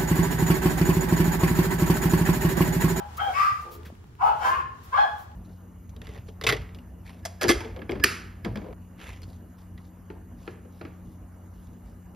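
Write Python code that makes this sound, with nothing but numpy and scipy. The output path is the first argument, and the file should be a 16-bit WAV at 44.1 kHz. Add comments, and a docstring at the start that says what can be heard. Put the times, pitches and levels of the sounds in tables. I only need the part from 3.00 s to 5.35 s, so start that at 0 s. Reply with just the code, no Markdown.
"""First heard is the dying echo of a bark; small dogs then bark, two of them overlapping near 1.45 s, and one
whimpers faintly, further off in a hard-walled kennel room: jittered harmonics and gated breath through mouth
and throat. Close to the phone puppies scuff and scratch over a rubber mat: bursts of gritty noise for the rubs,
damped sines for claws and paws. Below lie a low machine rumble and a background hiss, both shaped noise;
the hiss swells and sinks as the recorder's gain changes."""
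import sys
import numpy as np
from scipy import signal
from scipy.fft import rfft, irfft
from scipy.io import wavfile
from scipy.ndimage import uniform_filter1d, map_coordinates

SR = 44100
rng = np.random.default_rng(int(sys.argv[2]) if len(sys.argv) > 2 else 0)


def transcribe(u):
    """Save the signal u as a 16-bit wav file named by the first command-line argument.

    u: samples, shape (n,) or (channels, n), limited to [-1, 1]; the rate is SR.
    q: integer samples, one column per channel.
    """
    v = np.clip(np.atleast_2d(u).T, -1, 1)
    q = np.round(v * 32767).astype(np.int16)
    wavfile.write(sys.argv[1], SR, q)


N = 103635  # samples heard
LEAD_S = .3  # time computed before the start, so that the earlier bark still echoes


def undb(db):
    """Decibel law: amplitude ratio of a level."""
    return 10 ** (np.asarray(db) / 20)


def unit(x):
    """Normalisation to an rms value of one."""
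    return x / np.sqrt(np.mean(x ** 2))


def shape(x, gain):
    """Linear filtering: the spectrum is multiplied by a gain that is a function of frequency."""
    n = x.shape[-1]
    hz = np.arange(n // 2 + 1) * SR / n + 1  # 1 Hz up, to avoid zero
    return irfft(rfft(x) * gain(hz), n)


def resonances(hz, table):
    """Resonance: sum of steep peaks, each given by f/Hz, width at half amplitude/Hz, level/dB."""
    return sum(undb(db) / (1 + ((hz / f - f / hz) * f / width) ** 2) for f, width, db in table)


def colour(table):
    """Spectral envelope: levels interpolated over log frequency."""
    f, db = np.array(table).T
    return lambda hz: undb(np.interp(np.log(hz), np.log(f), db))


def smooth_twice(x, size):
    """Low-pass smoothing by two running means."""
    return uniform_filter1d(uniform_filter1d(x, size), size)


def walk(rate):
    """Random modulation: levels held for 1 / rate s, slewed twice, of unit rms."""
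    hold = int(SR / rate)
    steps = np.repeat(rng.standard_normal(N // hold + 1), hold)
    return unit(smooth_twice(steps, hold)[:N])


def from_mid_side(mid, side):
    """Sum and difference: left and right from the common and the opposed part."""
    return np.array([mid + side, mid - side])


PORT_LAG_S = 0.0004107


def later(x):
    """Time difference of arrival: the right port hears far sounds a little late."""
    right = map_coordinates(x[1], [np.arange(x.shape[1]) - PORT_LAG_S * SR], mode="nearest")
    return np.array([x[0], right])


# spectral envelope of the machine rumble, before its roll-off and overall level: f/Hz, relative level/dB per Hz
RUMBLE_SPECTRUM = [(12, -39), (20, -24), (28, -7.5), (48, -11.5), (62, -4.5), (81, -2.5), (180, -14),
                   (387, -23), (449, -19), (500, -30.5), (650, -57), (1100, -120)]


def machine_rumble():
    """Coherence of long waves: low noise is nearly alike on both ports, less so towards 800 Hz."""
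    noise = rng.standard_normal((2, N))
    mid, side = shape(noise, lambda f: colour(RUMBLE_SPECTRUM)(f) / (1 + (f / 500) ** 6))
    side = shape(side, lambda f: np.clip(f / 800, .18, 1))
    level_db = -47 + 0.92 * walk(4.08)
    return later(unit(from_mid_side(mid, side))) * undb(level_db)


def hum():
    """Narrow-band resonance: noise through one peak, identical on both ports."""
    f_hz, width_hz, level_db = 76.8, 12, -50
    return unit(shape(rng.standard_normal(N), lambda f: resonances(f, [(f_hz, width_hz, 0)]))) * undb(level_db)


# spectral envelope of the hiss, before its low cut and level: f/Hz, relative level/dB per Hz
HISS_SPECTRUM = [(240, -38), (400, 2.5), (1120, 4.5), (1770, -1), (2220, -4.5), (4930, -11), (7810, -11),
                 (10300, -13), (14000, -17.5), (15600, -20)]
# course of the hiss, before the common lift: t/s, level/dB
HISS_COURSE = [(0.0, -59.5), (0.14, -52.5), (0.36, -46), (1.01, -64), (1.22, -65), (1.42, -49.5),
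               (1.66, -66.5), (1.88, -55.5), (2.02, -53.5), (2.35, -63)]
HISS_LIFT_DB = 3.5


def background_hiss(t):
    """Amplitude modulation: wide diffuse noise swells and sinks as the recorder's gain changes."""
    noise = rng.standard_normal((2, N))
    mid, side = shape(noise, lambda f: colour(HISS_SPECTRUM)(f) / (1 + (450 / f) ** 6))
    level_db = np.interp(t, *np.array(HISS_COURSE).T) + HISS_LIFT_DB + 0.5 * walk(10.75)
    return unit(from_mid_side(mid, 1.25 * side)) * undb(level_db)


# fur and paws rub the mat: start t/s, rise/s, fade/s, bright-part level/dB,
# duller-part level re bright part/dB, duller-part f/Hz
SCUFFS = [(0.167, 0.0082, 0.0077, -44, -2.5, 5000), (.2, 0.039, 0.049, -61, -8, 5000),
          (.61, .01, .02, -64, 3, 5000), (.705, 0.026, 0.036, -51.5, -5.5, 3440),
          (.848, 0.0097, 0.03, -59, 7, 1890), (1.24, 0.022, .04, -61.5, -2, 4630),
          (1.44, 0.035, 0.047, -61, 12, 4960), (1.833, .005, .03, -58.5, -5, 3980),
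          (2.16, 0.046, 0.038, -59.5, -6, 3850)]


def mat_scuffs(t):
    """Friction noise: short gritty rubs, bright on top with a duller resonant part."""
    bright_hz, bright_width_hz = 12700, 11000
    out = np.zeros(N)
    grit = rng.standard_normal(N) * undb(1.1 * walk(300))
    bright = unit(shape(grit, lambda f: resonances(f, [(bright_hz, bright_width_hz, 0)])))
    for start, rise, fade, db, dull_db, hz in SCUFFS:
        dull = unit(shape(grit, lambda f: resonances(f, [(hz, 1.58 * hz, 0)])))
        attack = np.sin(np.pi / 2 * np.clip((t - start) / rise, 0, 1))
        decay = np.exp(-(np.maximum(t - start - rise, 0) / fade) ** 2)
        out += undb(db) * attack * decay * (bright + undb(dull_db) * dull)
    return out


def damped_rings(t, events):
    """Damped free vibration: each impact starts a sine that falls to 1/e in 1.05 cycles."""
    out = np.zeros(N)
    for start, db, hz in events:
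        since = np.maximum(t - start, 0)
        out += undb(db) * np.sin(2 * np.pi * hz * since) * np.exp(-since * hz / 1.05)
    return out


# paws bump the mat: t/s, undamped level/dB, ring f/Hz
BUMPS = [(0.409, -30.5, 88.5), (0.521, -29.5, 99), (0.866, -37.5, 192), (.902, -33.5, 610),
         (.925, -32.5, 222), (1.042, -44, 910)]


def paw_bumps(t):
    """Impact of a soft body: low, heavily damped rings."""
    return damped_rings(t, BUMPS)


# claws tick on the floor: t/s, undamped level/dB, ring f/Hz
TICKS = [(0.8333, -41, 3650), (0.953, -45, 2630), (1.042, -46, 3040), (1.069, -50, 14300),
         (1.1528, -45.5, 2780), (1.6854, -52, 2500), (1.8337, -50, 13900), (1.961, -44, 3430),
         (2.3167, -45.5, 3050)]


def claw_ticks(t):
    """Impact of a hard body: each ring carries a snap of equal level at 11 kHz."""
    snaps = [(start, db, 11000) for start, db, _ in TICKS]
    return damped_rings(t, TICKS + snaps)


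# decay of the room: f/Hz, reverberation time/s
ROOM_T60 = [(300, 1), (800, 0.56), (1200, 0.56), (2500, 0.47), (5000, 0.57), (12000, 0.31)]
DIRECT_DB, LEFT_DB = -12.5, 2  # direct sound re echo energy; left port over right
BUILD_S, EARLY_DB, EARLY_S = 0.0047, 4, 0.024  # echo build-up time; early extra echo and its decay time
ALIKE = 0.31  # correlation of the echoes at the two ports


def room(x):
    """Reverberation: dense echoes build up and decay exponentially by band, partly alike at the two ports."""
    t = np.arange(SR) / SR
    f, t60 = np.array(ROOM_T60).T
    noise = rng.standard_normal((2, SR))
    echoes = 0
    for hz in 200 * 2. ** np.arange(7):  # overlapping octave bands
        band = shape(noise, lambda v: np.cos(np.pi / 2 * np.clip(np.log2(v / hz), -1, 1)) ** 2)
        echoes = echoes + band * undb(-60 * t / np.interp(np.log(hz), np.log(f), t60))
    build_up = 1 - np.exp(-t / BUILD_S)
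    early = 1 + undb(EARLY_DB) * np.exp(-t / EARLY_S)
    echoes = echoes * build_up * early
    echoes = echoes / np.sqrt(np.sum(echoes ** 2, axis=1, keepdims=True))
    right = ALIKE * echoes[0] + np.sqrt(1 - ALIKE ** 2) * echoes[1]
    responses = np.array([echoes[0], right])
    responses[:, 0] = undb(DIRECT_DB)  # the direct sound
    wet = signal.fftconvolve(x[None], responses, axes=1)[:, :len(x)]
    return later(wet) * undb([[LEFT_DB / 2], [-LEFT_DB / 2]])


def call(t, gesture, jitter, breath_db, mouth_width_hz, hiss_db, throat):
    """Source-filter principle: vocal pulses and breath gated once a cycle excite a moving mouth and the throat."""
    ts, hz, db, mouth_hz, upper_db = np.array(gesture).T

    def tract(f, s):
        mouth = resonances(f, [(np.interp(s, ts, mouth_hz), mouth_width_hz, 0)])
        return mouth + undb(np.interp(s, ts, upper_db)) * resonances(f, throat)

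    on = (t >= ts[0]) & (t <= ts[-1])
    s = t[on]
    wobble = unit(smooth_twice(rng.standard_normal(len(t)), 100))[on]
    pitch = np.interp(s, ts, hz) * (1 + min(jitter, .012) * wobble)
    phase = 2 * np.pi * np.cumsum(pitch) / SR

    harmonic = np.arange(1, 16)[:, None]
    gains = tract(harmonic * pitch, s)
    voice = np.sum(gains * np.cos(harmonic * phase), axis=0)
    voice = voice / np.sqrt(np.sum(gains ** 2, axis=0) / 2)  # even level as the tract moves

    air = rng.standard_normal(len(t))[on] * (1 + 1.1 * np.cos(phase))
    f, at, spectrum = signal.stft(air, SR, nperseg=512)
    filtered = spectrum * tract(f[:, None] + 1, at + s[0]) ** 1.067
    breath = unit(signal.istft(filtered, SR)[1][:len(s)])
    hiss = unit(shape(air, lambda f: resonances(f, [(8300, 9000, 0)])))  # faint and broad

    out = np.zeros(len(t))
    out[on] = undb(np.interp(s, ts, db)) * (voice + undb(breath_db) * breath + undb(hiss_db) * hiss)
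    return out


# each call before the room: barks, and one faint low whimper at .62 s; in three parts:
#   gesture: t/s, pitch f/Hz, voice level/dB, mouth resonance f/Hz, upper-throat level/dB
#   hoarseness: pitch jitter/share (held to .012 at most), breath level re voice/dB, mouth width/Hz,
#     treble hiss level re voice/dB
#   upper throat: f/Hz, width/Hz, level/dB
CALLS = [ ([(-.2, 695, -37, 830, 8), (-.18, 821.3, -28.5, 830, -5), (-.05, 827.3, -33, 856, -1.5),
         (-.02, 749, -41, 830, 6)], (.012, -2.5, 298, -38), [(1390, 310, -11.5), (3100, 400, -23),
         (5000, 1500, -56)]), ([(.172, 598, -36, 1240, -12), (.18, 627.7, -31, 1160, -10),
         (.192, 698, -29.5, 1120, -18), (.205, 808.6, -26.5, 850, 2.5), (.25, 814.6, -33.5, 794, -1),
         (.275, 770.4, -25, 735, -17), (.3, 715, -34, 750, -6), (.315, 735, -47, 720, -12)],
         (0.02, -7.5, 461, -36), [(1560, 140, -5.5), (3186, 124, -5.5), (5240, 1300, -56)]),
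         ([(.325, 363.4, -44, 1090, 14.5), (.345, 368.6, -27, 1090, 8), (.365, 379.6, -21.5, 1130, 4.5),
         (.385, 393.2, -17.5, 1160, 0.5), (.42, 397.4, -16.5, 1184, -2.5), (.445, 414.7, -19.5, 1236, 1),
         (.475, 393.4, -23, 1206, -5.5), (.5, 384, -36.5, 1256, 3)], (0.4, -7, 94, -30.5),
         [(1850, 950, -22.5), (2510, 230, -27), (5020, 540, -37)]), ([(.62, 460, -65, 467, 3),
         (.66, 439.3, -57, 450, 5), (.71, 430.4, -59, 450, -2), (.79, 328.4, -62.5, 330, -2),
         (.83, 301, -70, 290, 11.5)], (.012, 8.5, 130, -40), [(930, 300, -10.5)]),
         ([(1.185, 324.3, -41, 1000, -10), (1.205, 332.6, -22.5, 1010, -12.5),
         (1.225, 420.7, -20.5, 843, -9), (1.265, 429.5, -17.5, 864, -4.5), (1.295, 416.3, -26.5, 854, 1.5),
         (1.32, 368, -34, 740, 3), (1.345, 323, -46, 660, -4)], (0.17, -2, 173, -37), [(1338, 128, -4),
         (2830, 650, -28), (4840, 870, -64)]), ([(1.395, 382.5, -49.5, 1500, 13),
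         (1.42, 380.5, -30.5, 1510, -2.5), (1.45, 396.6, -27.5, 1590, -1.5),
         (1.48, 402.4, -35.5, 1520, 3.5), (1.5, 390, -58, 1560, 5)], (.008, 4.5, 308, -24.5),
         [(883, 630, 0.5), (3100, 120, -11.5), (5000, 4500, -32.5)]), ([(1.44, 332.9, -26, 1010, -3),
         (1.47, 340, -20.5, 1030, -8.5), (1.51, 351.9, -21, 1085, -5.5), (1.545, 364.1, -26, 1127, -5),
         (1.575, 363.7, -25, 1120, -11), (1.6, 338, -38.5, 1080, 8.5)], (0.6, -6.5, 98, -32.5),
         [(433, 110, -22), (1606, 344, -9.5), (2650, 710, -26)]), ([(1.913, 513.7, -48, 1170, -10),
         (1.93, 528, -16.5, 1020, -22), (1.952, 618, -24, 1160, -10), (1.962, 517.7, -22, 980, -7.5),
         (1.972, 804, -20, 924, -6), (1.988, 843.3, -18, 863, 0), (2.02, 843, -25, 843, 0),
         (2.04, 742, -28, 740, -12.5), (2.06, 667, -36, 685, -16)], (.003, -8.5, 304, -42), [(1542, 160, 2),
         (3270, 440, -18), (4180, 170, -31), (5120, 130, -36.5)]), ]


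def dogs(t):
    """Superposition: the calls add, each with its own gesture, hoarseness and throat."""
    return sum(call(t, gesture, *hoarseness, throat) for gesture, hoarseness, throat in CALLS)


def scene():
    """Superposition of the far dogs in their room, the near mat and the background."""
    lead = int(LEAD_S * SR)
    t_all = (np.arange(N + lead) - lead) / SR
    t = t_all[lead:]
    background = machine_rumble() + hum() + background_hiss(t)
    mat = mat_scuffs(t) + paw_bumps(t) + claw_ticks(t)
    return background + mat + room(dogs(t_all))[:, lead:]


def record(dry):
    """Mid-side filtering: the common part dips in the low treble, width shrinks above; the phone cuts the top."""
    dip_hz, dip_width_hz, dip_share = 8760, 2540, 0.68
    low_cut_hz, side_top_hz, top_hz = 31, 10800, 15720
    mid = shape((dry[0] + dry[1]) / 2, lambda f: 1 - dip_share * resonances(f, [(dip_hz, dip_width_hz, 0)]))
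    mid = shape(mid, lambda f: 1 / (1 + (low_cut_hz / f) ** 4))
    side = shape((dry[0] - dry[1]) / 2, lambda f: .1 + 0.71 / (1 + (f / side_top_hz) ** 16))
    top_cut = signal.ellip(12, .2, 80, top_hz, fs=SR, output="sos")
    return signal.sosfilt(top_cut, from_mid_side(mid, side))


dry = scene()
out = record(dry)
transcribe(out)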